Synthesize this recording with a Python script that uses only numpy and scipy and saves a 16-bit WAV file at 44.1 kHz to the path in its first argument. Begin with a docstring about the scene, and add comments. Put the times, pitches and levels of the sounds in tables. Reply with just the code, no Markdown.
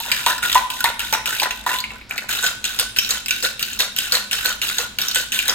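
"""Ice and a drink are shaken hard in a steel cocktail shaker in a kitchen, with a short pause to change grip.
At each turn of the stroke the load lands in one end: whole cubes clack as short noise bursts coloured by a clink,
the rest follow as a shower of random impacts, and the liquid slaps behind them. The base knocks as gliding
damped sines, hollow and strong before the pause and faint and lower after it; modes of the steel ring along.
Diffuse reflections and a low steady rumble surround the shaker."""
import sys
import numpy as np
from scipy import signal
from scipy.fft import rfft, irfft, next_fast_len
from scipy.io import wavfile
from scipy.ndimage import uniform_filter1d, map_coordinates

SR = 44100
rng = np.random.default_rng(int(sys.argv[2]) if len(sys.argv) > 2 else 0)


def generate_wav(sig):
    """Save sig (samples, or channels by samples) to the path in sys.argv[1] as 16-bit PCM at SR."""
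    pcm = np.round(np.clip(np.atleast_2d(sig).T, -1, 1) * 32767).astype(np.int16)
    wavfile.write(sys.argv[1], SR, pcm)


N = 244314
TIME = np.arange(N) / SR

# The load lands in the cap and tumbles until it is thrown back.
# Each row: start in seconds, rattle level in dB, level of the first cube in dB.
CAP_LANDINGS = [(0.1162, -24, 14.5), (0.424, -21, -5), (0.702, -28.5, 5.5), (0.994, -27.5, 7),
                (1.258, -22, 6.5), (1.508, -36.5, 3.5), (2.287, -21.5, -9), (2.642, -27, 6.5),
                (2.963, -26, 3), (3.283, -26.5, 5), (3.594, -27, 3), (3.9634, -24, 4.5),
                (4.312, -23.5, 6.5), (4.6166, -22.5, 8), (4.986, -25, 9.5), (5.32, -21.5, 6.5)]
# The load slams into the base. Each row: start in seconds, length in seconds, rattle level in dB,
# slosh level in dB, level of the first cube in dB, level of the knock in dB, pitch of the knock in Hz.
BASE_LANDINGS = [(0.002, 0.098, -29, -42, -1.5, -20, 946), (0.263, 0.036, -19.5, -30, 8.5, -4.5, 990),
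                 (0.553, 0.018, -22.5, -29.5, -6, 2, 1002), (0.8416, 0.03, -25.5, -30, 12, -4, 950),
                 (1.126, 0.014, -24.5, -27.5, 8, -10, 884), (1.418, 0.015, -26, -24, 0, -12, 870),
                 (1.663, 0.082, -25.5, -32.5, -13, -6, 1004), (2.427, 0.049, -25, -31, -4, -31.5, 513),
                 (2.7893, 0.02, -24, -33.5, 6, -33.5, 500), (3.091, 0.046, -26, -33.5, -2, -37, 498),
                 (3.426, 0.022, -22, -31, -3, -23, 508), (3.7904, 0.017, -20.5, -25.5, 0, -29.5, 514),
                 (4.122, 0.029, -20, -28, 5, -26, 511), (4.447, 0.043, -24.5, -31.5, -1, -29.5, 506),
                 (4.784, 0.03, -27.5, -32.5, 4.5, -27, 499), (5.147, 0.043, -23, -34.5, 3, -30.5, 514),
                 (5.481, 0.034, -26.5, -29, 6, -27.5, 520)]
# The ice shifts gently while the grip changes.
# Each row: start in seconds, length in seconds, rattle level in dB, brightness in dB.
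ICE_SHIFTS = [(1.899, 0.054, -47, -1.5), (2.086, 0.14, -42.5, 3)]
# Single cubes that stand out of the rattle.
# Each row: start in seconds, energy in dB, brightness in dB, pitch of the clink in Hz.
STANDOUT_CUBES = [(0.3811, -0.5, -2, 1630), (0.528, 6, 2.5, 3580), (0.5466, 9.5, -1, 3330),
                  (0.8056, 3.5, 3.5, 1700), (0.8571, 11, -21, 2130), (1.0036, 8, -13, 2830),
                  (1.137, 6.5, 2.5, 2450), (1.2741, 4, -24, 2800), (1.3989, 11, -4, 2570),
                  (1.4315, 9.5, -5, 3870), (1.6912, 9, -15, 1860), (1.74, 4.5, -9, 2950),
                  (1.7865, 7, -12, 3820), (1.8032, -5.5, 8, 4240), (1.84, 6, -23, 2490),
                  (1.905, -2.5, -31, 2620), (2.013, -7.5, -28, 2250), (2.1098, 8, -26, 2550),
                  (2.1795, 8, -11.5, 2230), (2.4415, 3, 3.5, 3240), (2.464, 11.5, -3.5, 3780),
                  (2.4745, 1, -15, 3700), (2.652, 4, 1, 3320), (2.7968, 9, 1, 3660),
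                  (2.9868, 10, 5.5, 3100), (3.0473, 6, -20, 3900), (3.1071, 9.5, -1, 4030),
                  (3.26, -0.5, 2, 2600), (3.3081, 11.5, -4, 2780), (3.4492, 10.5, -14, 3790),
                  (3.6274, 9.5, -4.5, 2890), (3.7318, -5.5, 3.5, 3080), (3.8025, 11.5, -7, 3800),
                  (3.9867, 10, -2, 3100), (4.1514, 10.5, -12, 3940), (4.3302, 6.5, 1, 3130),
                  (4.4577, 4, 7.5, 3460), (4.6895, 5.5, -7, 4000), (5.0162, 1, 6, 3560),
                  (5.0841, -7.5, 16.5, 3820), (5.113, -1.5, 1.5, 3600), (5.158, 11, -2.5, 3120),
                  (5.3449, 8, -13, 3550), (5.3897, 13, -13, 2800), (5.4948, 5.5, 6.5, 3400)]
# Modes of the shaker wall, damped by the grip. Each row: nominal frequency in Hz,
# nominal level in dB held in one hand, the same in two hands, t60 in seconds.
TIN_MODES = [(1009.4, -17, -28, 0.2), (1444.6, -17, -17.5, 0.051), (1490, -20.5, -18.5, 0.2),
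             (1699, -46, -29.5, 0.052), (1865, -15.5, -45, 0.0077), (2680, -27, -27.5, 0.2),
             (3080, -42, -22.5, 0.07), (3300, -33, -38, 0.11), (3790, -34, -27, 0.14),
             (4287, -56, -20, 0.03), (4540, -48, -21, 0.017), (6970, -33, -19.5, 0.014)]
# Relative spectrum of ice on the wall. Each row: frequency in Hz, density in dB per Hz.
BODY_SPECTRUM = [(300, -17), (800, -18.5), (1200, -13), (1550, -0.5), (2100, -2.5), (2750, 4.5),
                 (3300, -0.5), (3900, 5.5), (4700, -11.5), (5600, -12.5), (9000, -7.5)]
# Relative spectrum of the bright crack. Each row: frequency in Hz, density in dB per Hz.
CRACK_SPECTRUM = [(1500, -58), (4000, 2.5), (5200, 6), (5800, 4.5), (7000, 5), (8500, 0.5), (9600, 2.5),
                  (10500, 7.5), (11800, 0), (13500, 0), (15000, -14), (16000, -13.5)]
# Relative spectrum of the moving drink. Each row: frequency in Hz, density in dB per Hz.
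SLOSH_SPECTRUM = [(100, -17), (250, -15.5), (380, -3.5), (510, -1.5), (620, 3), (850, 3), (1200, 3.5),
                  (2000, 6), (4000, -45)]
# Direct sound at the two microphone ports. Each row: frequency in Hz, phase in radians by which left leads.
PORT_PHASE = [(100, 1), (520, 0.52), (1500, 0.28), (2600, 1.5), (4900, 2), (5600, 3.5), (6800, -0.27),
              (10200, -2.5), (13300, -6), (16000, -9.5)]
# Decay of the kitchen. Each row: frequency in Hz, t60 in seconds.
KITCHEN_T60 = [(200, 1.5), (1000, 0.6), (3000, 0.63), (7000, 0.35), (15000, 1.9)]
# Strength of the kitchen. Each row: frequency in Hz, reverberation against direct sound in dB.
KITCHEN_LEVEL = [(200, -15.5), (1000, -7.5), (3000, -7.5), (7000, -6), (15000, -24.5)]
# Relative spectrum of the background. Each row: frequency in Hz, density in dB per Hz.
ROOM_TONE_SPECTRUM = [(20, -8.5), (35, -11), (55, 6.5), (78, -16), (110, -1), (160, -18), (212, -1.5),
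                      (300, -13.5), (600, -21), (1500, -20), (5000, -21), (16000, -77)]

REGRIP_S = 2.0
# The base left free, then covered by a palm. Each row: rattle brightness in dB,
# delay of the knock in seconds, t60 of the knock in seconds.
ONE_HAND, TWO_HANDS = (-5, 0.00106, 0.048), (-0.35, 0.011, 0.13)
# Brightness and slosh stand against the rattle.
CAP_SAG_DB_PER_S, CAP_BRIGHT_DB, CAP_SLOSH_DB = 41.5, -5, -17.5
SHIFT_SLOSH_DB = 2.5
# The first cube of a landing clinks lower on the cap than on the base.
CAP_CLINK_HZ, CAP_CUBE_BRIGHT_DB = 2800, -5
BASE_CLINK_HZ, BASE_CUBE_BRIGHT_DB = 3800, 5   # the grip's brightness is added
# Late cubes follow every movement: time window, energy against the rattle, chance spread to either side.
STRAY_WINDOW_S, STRAY_DB, STRAY_SPREAD_DB = (0.012, 0.11), 22, 2.5
STRAY_HZ, STRAY_BRIGHT_DB = (2430, 4095), -6
KNOCK_FLAT, DRAIN_S = 0.033, 0.018   # a knock starts flat by this share and rises as the liquid runs off
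AFTER_SLAP_DB, AFTER_SLAP_T60_S = 5.5, 0.11   # later waves are this much softer, and ring this long
SLAP_LOSS_DB, SLAP_RISE = 4.5, 0.018   # further loss and share of pitch rise for each wave
PORT_DIP_HZ, PORT_DIP_WIDTH_HZ, PORT_DIP_DB = 10440, 1420, -14.5
ROOM_TONE_DB = -44.5


def showers(rise_s=0.0044, fade_db_per_s=230):
    """Granular impact: landing envelopes add as power and drive the rattle of ice and the slosh of drink."""
    body, crack, wet = np.zeros((3, N))
    age = TIME[:SR // 2]
    for s, length, sag_db_per_s, db, bright_db, slosh_db in tumbles():
        rise = np.clip(age / rise_s, 0, 1)
        loss_db = sag_db_per_s * age + fade_db_per_s * np.maximum(age - length, 0)
        shape = rise * from_db(-loss_db)
        add(body, s, (shape * from_db(db)) ** 2)
        add(crack, s, (shape * from_db(db + bright_db)) ** 2)
        add(wet, s, (shape * from_db(slosh_db)) ** 2)
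    cubes = collisions(BODY_SPECTRUM, np.sqrt(body), per_s=330, spread_db=2.0, t60=0.032, patchy_db=5.0)
    chips = collisions(CRACK_SPECTRUM, np.sqrt(crack), per_s=900, spread_db=1.0, t60=0.013,
                       patchy_db=4.0, spots=4)
    slosh = collisions(SLOSH_SPECTRUM, np.sqrt(wet), per_s=500, spread_db=8.5, t60=0.033,
                       patchy_db=-1.5, spots=4)
    return cubes + chips, slosh


def tumbles():
    """Inertia of the load: yields start s, length s, sag dB per s, rattle dB, brightness dB, slosh dB."""
    for s, length, db, slosh_db, *_ in BASE_LANDINGS:
        yield s, length, 0, db, grip(s)[0], slosh_db
    for s, db, _ in CAP_LANDINGS:
        thrown_back = min(row[0] for row in BASE_LANDINGS if row[0] > s)
        yield s, thrown_back - s, CAP_SAG_DB_PER_S, db, CAP_BRIGHT_DB, db + CAP_SLOSH_DB
    for s, length, db, bright_db in ICE_SHIFTS:
        yield s, length, 0, db, bright_db, db + SHIFT_SLOSH_DB


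def collisions(spectrum, level, per_s, spread_db, t60, patchy_db, spots=8, full_db=-30):
    """Shot noise: uneven chance impacts share a given power among wall spots, each with its own colour."""
    rate = per_s * np.clip(level / from_db(full_db), .1, 1)   # gently moved ice only ticks now and then
    hits = rng.random(N) < rate / SR
    size_db = spread_db * np.clip(rng.standard_normal(N), -2, 2)
    energy = hits * from_db(size_db) ** 2
    # the momentum of the load is shared out: many small hits or a few large ones
    crowd = np.abs(uniform_filter1d(energy, size=1100))
    energy = level ** 2 * energy / (crowd + 1e-4)
    spot = rng.integers(0, spots, N)
    keep = from_db(-60 / (t60 * SR)) ** 2   # energy kept from sample to sample
    out = 0
    for k in range(spots):
        struck = energy * (spot == k) + 1e-18
        dying = np.sqrt(signal.lfilter([1 - keep], [1, -keep], struck))
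        out = out + through(dying * two_port_noise(-2, N), impulse(spectrum, patchy_db)[None])
    return out


def clacks(clink_db=-3, clink_t60=0.012, spread=0.12, neighbour_db=-6, wall_db=-4, strike_db=-4,
           wall_per_bright=0.44):
    """Contact stiffness: a flat, wet hit is a round clink; a hard corner rattles the wall and cracks."""
    out = np.zeros((2, N))
    for s, db, bright_db, hz in cube_hits():
        below, above = 1 + spread * rng.uniform(0.9, 1.55, 2) * [-1, 1]
        neighbours = mode(hz * below, clink_t60, size=1024) + mode(hz * above, clink_t60, size=1024)
        cube = mode(hz, clink_t60, size=1024) - from_db(neighbour_db) * neighbours
        clink = contact(unit_energy(cube), t60=0.074, snap=1.25)
        add(out, s, from_db(db + clink_db) * clink)
        # the first touch is abrupt; the wall shivers on for a few hundredths of a second
        force_db = db + wall_per_bright * bright_db
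        strike = contact(impulse(BODY_SPECTRUM, patchy_db=6.0), t60=0.0066, snap=0.38)
        add(out, s, from_db(force_db + strike_db) * strike)
        shiver = contact(impulse(BODY_SPECTRUM, patchy_db=3.5), t60=0.072, snap=0, size=4096)
        add(out, s, from_db(force_db + wall_db) * shiver)
        crack = contact(impulse(CRACK_SPECTRUM, patchy_db=7.0), t60=0.04, snap=0.68)
        add(out, s, from_db(db + bright_db) * crack)
    return out


def cube_hits(strays=2):
    """Discrete impacts, leading, stray and standing out: yields start s, energy dB, brightness dB, pitch Hz."""
    for s, _, cube_db in CAP_LANDINGS:
        yield s, cube_db, CAP_CUBE_BRIGHT_DB, CAP_CLINK_HZ
    for s, _, _, _, cube_db, _, _ in BASE_LANDINGS:
        yield s, cube_db, BASE_CUBE_BRIGHT_DB + grip(s)[0], BASE_CLINK_HZ
    for s, length, sag_db_per_s, db, _, _ in tumbles():
        for when, size, pitch in rng.random((strays, 3)):
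            late = min(np.interp(when, [0, 1], STRAY_WINDOW_S), length * (1 + when))
            stray_db = db - sag_db_per_s * late + STRAY_DB + STRAY_SPREAD_DB * (2 * size - 1)
            yield s + late, stray_db, STRAY_BRIGHT_DB, np.interp(pitch, [0, 1], STRAY_HZ)
    yield from STANDOUT_CUBES


def contact(colour, t60, snap, apart_db=-7, size=1024):
    """Impulsive excitation: a snap and a dense, quickly dying noise pass a colour filter; unit energy."""
    burst = unit_energy(two_port_noise(apart_db, size) * from_db(-60 * TIME[:size] / t60))
    burst[:, 0] += snap
    return unit_energy(through(burst, colour[None]))


def knocks(rise_s=0.0012, slap_db=9, overtone_db=-15, under_db=-16, over_db=-14, side_t60=0.078, splash_db=6):
    """Mass loading: the drink slaps the base, whose hollow ring shifts in pitch with the liquid lying on it."""
    out, age = np.zeros((2, N)), TIME[:SR // 3]
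    swell = 1 - np.exp(-(age / rise_s) ** 2)
    for s, db, hz, t60 in slaps():
        phase = 2 * np.pi * np.cumsum(hz * (1 - KNOCK_FLAT * np.exp(-age / DRAIN_S))) / SR
        note = from_db(-60 * age / t60) * np.sin(phase)
        # the other modes of the wet base, at fixed ratios to the note, have a decay of their own
        sides = from_db(under_db) * np.sin(0.8 * phase)
        sides += from_db(overtone_db) * np.sin(1.95 * phase)
        sides += from_db(over_db) * np.sin(1.2 * phase)
        sides *= from_db(-60 * age / side_t60)
        add(out, s, from_db(db) * swell * (note + sides))
        # the rest of the liquid follows unevenly, which roughens and widens the note
        width = unit_energy(np.gradient(mode(hz, t60=0.068, size=1024)))
        add(out, s + 0.00319, from_db(db + slap_db) * contact(width, t60=0.051, snap=0, size=4096))
        # and it throws ice against the base
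        splash = contact(impulse(BODY_SPECTRUM), t60=0.0067, snap=0, size=2048)
        add(out, s, from_db(db + splash_db) * splash)
    return out


def slaps(count=3):
    """Dissipating waves: ever weaker slaps spread over a landing; yields start s, level dB, pitch Hz, t60 s."""
    for s, length, _, _, _, db, hz in BASE_LANDINGS:
        _, delay, t60 = grip(s)
        yield s + delay, db, hz, t60
        for k in range(1, count):
            later = s + delay + length * k / (count - 1)
            weaker_db = db - AFTER_SLAP_DB - SLAP_LOSS_DB * k
            yield later, weaker_db, hz * (1 + SLAP_RISE * k), AFTER_SLAP_T60_S


def grip(s):
    """Damping by the hands: the setting of the grip at a given time."""
    return ONE_HAND if s < REGRIP_S else TWO_HANDS


def tin_ring(load):
    """Modal resonance: the load drives the steel; the hands decide which modes ring, and each flares alone."""
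    out = 0
    for hz, one_hand_db, two_hands_db, t60 in TIN_MODES:
        freedom = np.where(TIME < REGRIP_S, from_db(one_hand_db), from_db(two_hands_db))
        out = out + wetting() * through(load * freedom, mode(hz, t60)[None])
    return out


def wetting(patchy_db=4.0, count=130):
    """Variable damping: the wall rings more or less freely as the drink washes over it and leaves it."""
    knots = np.linspace(0, N, count)
    return from_db(patchy_db * np.interp(np.arange(N), knots, rng.standard_normal(count)))


def waver(x, depth, count=160):
    """Frequency modulation by a moving mass: liquid running over the wall keeps detuning it a little."""
    knots = np.linspace(0, N, count)
    detune = np.interp(np.arange(N), knots, np.gradient(rng.standard_normal(count)))
    place = np.arange(N) + depth * np.cumsum(detune)   # reading position in samples
    return np.array([map_coordinates(side, [place], order=3) for side in x])


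def ports(x):
    """Interaural-style phase difference: direct sound reaches the two microphone ports out of step."""
    size = next_fast_len(N + 2048)
    phase = at_hz(PORT_PHASE, np.fft.rfftfreq(size, 1 / SR))
    return irfft(rfft(x, size) * np.exp(.5j * phase * [[1], [-1]]), size)[:, :N]


def kitchen(x, gap_s=0.0026, build_s=0.0019):
    """Diffuse reverberation: counter, cupboards and walls return noise that decays band by band."""
    age, edges = TIME[:SR // 2], np.geomspace(100, 17000, 12)
    response = 0
    for low, high in zip(edges, edges[1:]):
        hz = np.sqrt(low * high)
        band = signal.butter(2, [low, high], "band", fs=SR, output="sos")
        mid, side = signal.sosfilt(band, rng.standard_normal((2, len(age))))
        alike = 1 / (1 + (hz / 700) ** 2)   # long waves reach both ports alike
        noise = np.sqrt(1 + alike) * mid + np.sqrt(1 - alike) * side * [[1], [-1]]
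        build = np.clip((age - gap_s) / build_s, 0, 1)
        shape = build * from_db(-60 * age / at_hz(KITCHEN_T60, hz))
        share = np.sqrt(2 * (high - low) / SR)   # amplitude due to the width of the band
        response = response + unit_energy(noise * shape) * share * from_db(at_hz(KITCHEN_LEVEL, hz))
    return through(x[None], response)


def room_tone(side_db=-12):
    """Stationary filtered noise: the low steady rumble of the kitchen's appliances."""
    mid, side = through(rng.standard_normal((2, N)), impulse(ROOM_TONE_SPECTRUM, size=8192)[None])
    return from_db(ROOM_TONE_DB) * (mid + from_db(side_db) * side * [[1], [-1]])


def impulse(spectrum, patchy_db=0, size=1024):
    """Minimum phase by the folded cepstrum: a unit-energy click, optionally with chance peaks and dips."""
    hz = np.fft.rfftfreq(size, 1 / SR)
    spots = np.geomspace(400, 16000, 26)
    db = at_hz(spectrum, hz) + patchy_db * np.interp(hz, spots, rng.standard_normal(len(spots)))
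    cepstrum = irfft(np.log(from_db(db)))
    cepstrum[1:size // 2] *= 2
    cepstrum[size // 2 + 1:] = 0
    return unit_energy(irfft(np.exp(rfft(cepstrum))))


def mode(hz, t60, size=SR // 3):
    """Damped harmonic oscillator: a dying sine of unit energy."""
    return unit_energy(np.sin(2 * np.pi * hz * TIME[:size]) * from_db(-60 * TIME[:size] / t60))


def two_port_noise(apart_db, size):
    """Partial coherence: nearby surfaces scatter a part of white noise differently to each side."""
    common, apart = rng.standard_normal(size), rng.standard_normal((2, size))
    return (common + from_db(apart_db) * apart) / np.sqrt(1 + from_db(apart_db) ** 2)


def unit_energy(x):
    """Energy normalization: scale so that the squares sum to one."""
    return x / np.sqrt(np.sum(x ** 2, axis=-1, keepdims=True) + 1e-20)


def add(track, s, sound):
    """Superposition: mix a sound into a track at a time in seconds."""
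    start = int(np.clip(s * SR, 0, N - 1))
    track[..., start:start + sound.shape[-1]] += sound[..., :N - start]


def through(x, response):
    """Linear filtering: causal convolution, cut to the length of the scene."""
    return signal.oaconvolve(x, response, axes=-1)[..., :N]


def at_hz(points, hz):
    """Interpolation along log frequency: read a table at given frequencies."""
    f, value = np.transpose(points)
    return np.interp(np.log(np.maximum(hz, 1)), np.log(f), value)


def from_db(db):
    """Logarithmic level: decibels to amplitude gain."""
    return 10 ** (np.asarray(db) / 20)


def scene():
    """Superposition of the shaker's direct sound, its reverberation and the background."""
    rattle, slosh = showers()
    load = rattle + clacks() + slosh
    ring = waver(tin_ring(load), depth=0.00898)
    shaker = load + knocks() + ring
    return ports(shaker) + kitchen(shaker.mean(axis=0)) + room_tone()


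def record(dry):
    """Band rejection at the ports, soft saturation of the highest peaks and a low-pass that cuts the top."""
    band = signal.lfilter(*signal.iirpeak(PORT_DIP_HZ, PORT_DIP_HZ / PORT_DIP_WIDTH_HZ, fs=SR), dry)
    heard = dry - (1 - from_db(PORT_DIP_DB)) * band
    rounded = 1.3 * np.tanh(heard / 1.3)
    low_pass = signal.ellip(10, .2, 80, 16000, fs=SR, output="sos")   # cutoff in Hz
    return signal.sosfilt(low_pass, rounded)


dry = scene()
out = record(dry)
generate_wav(out)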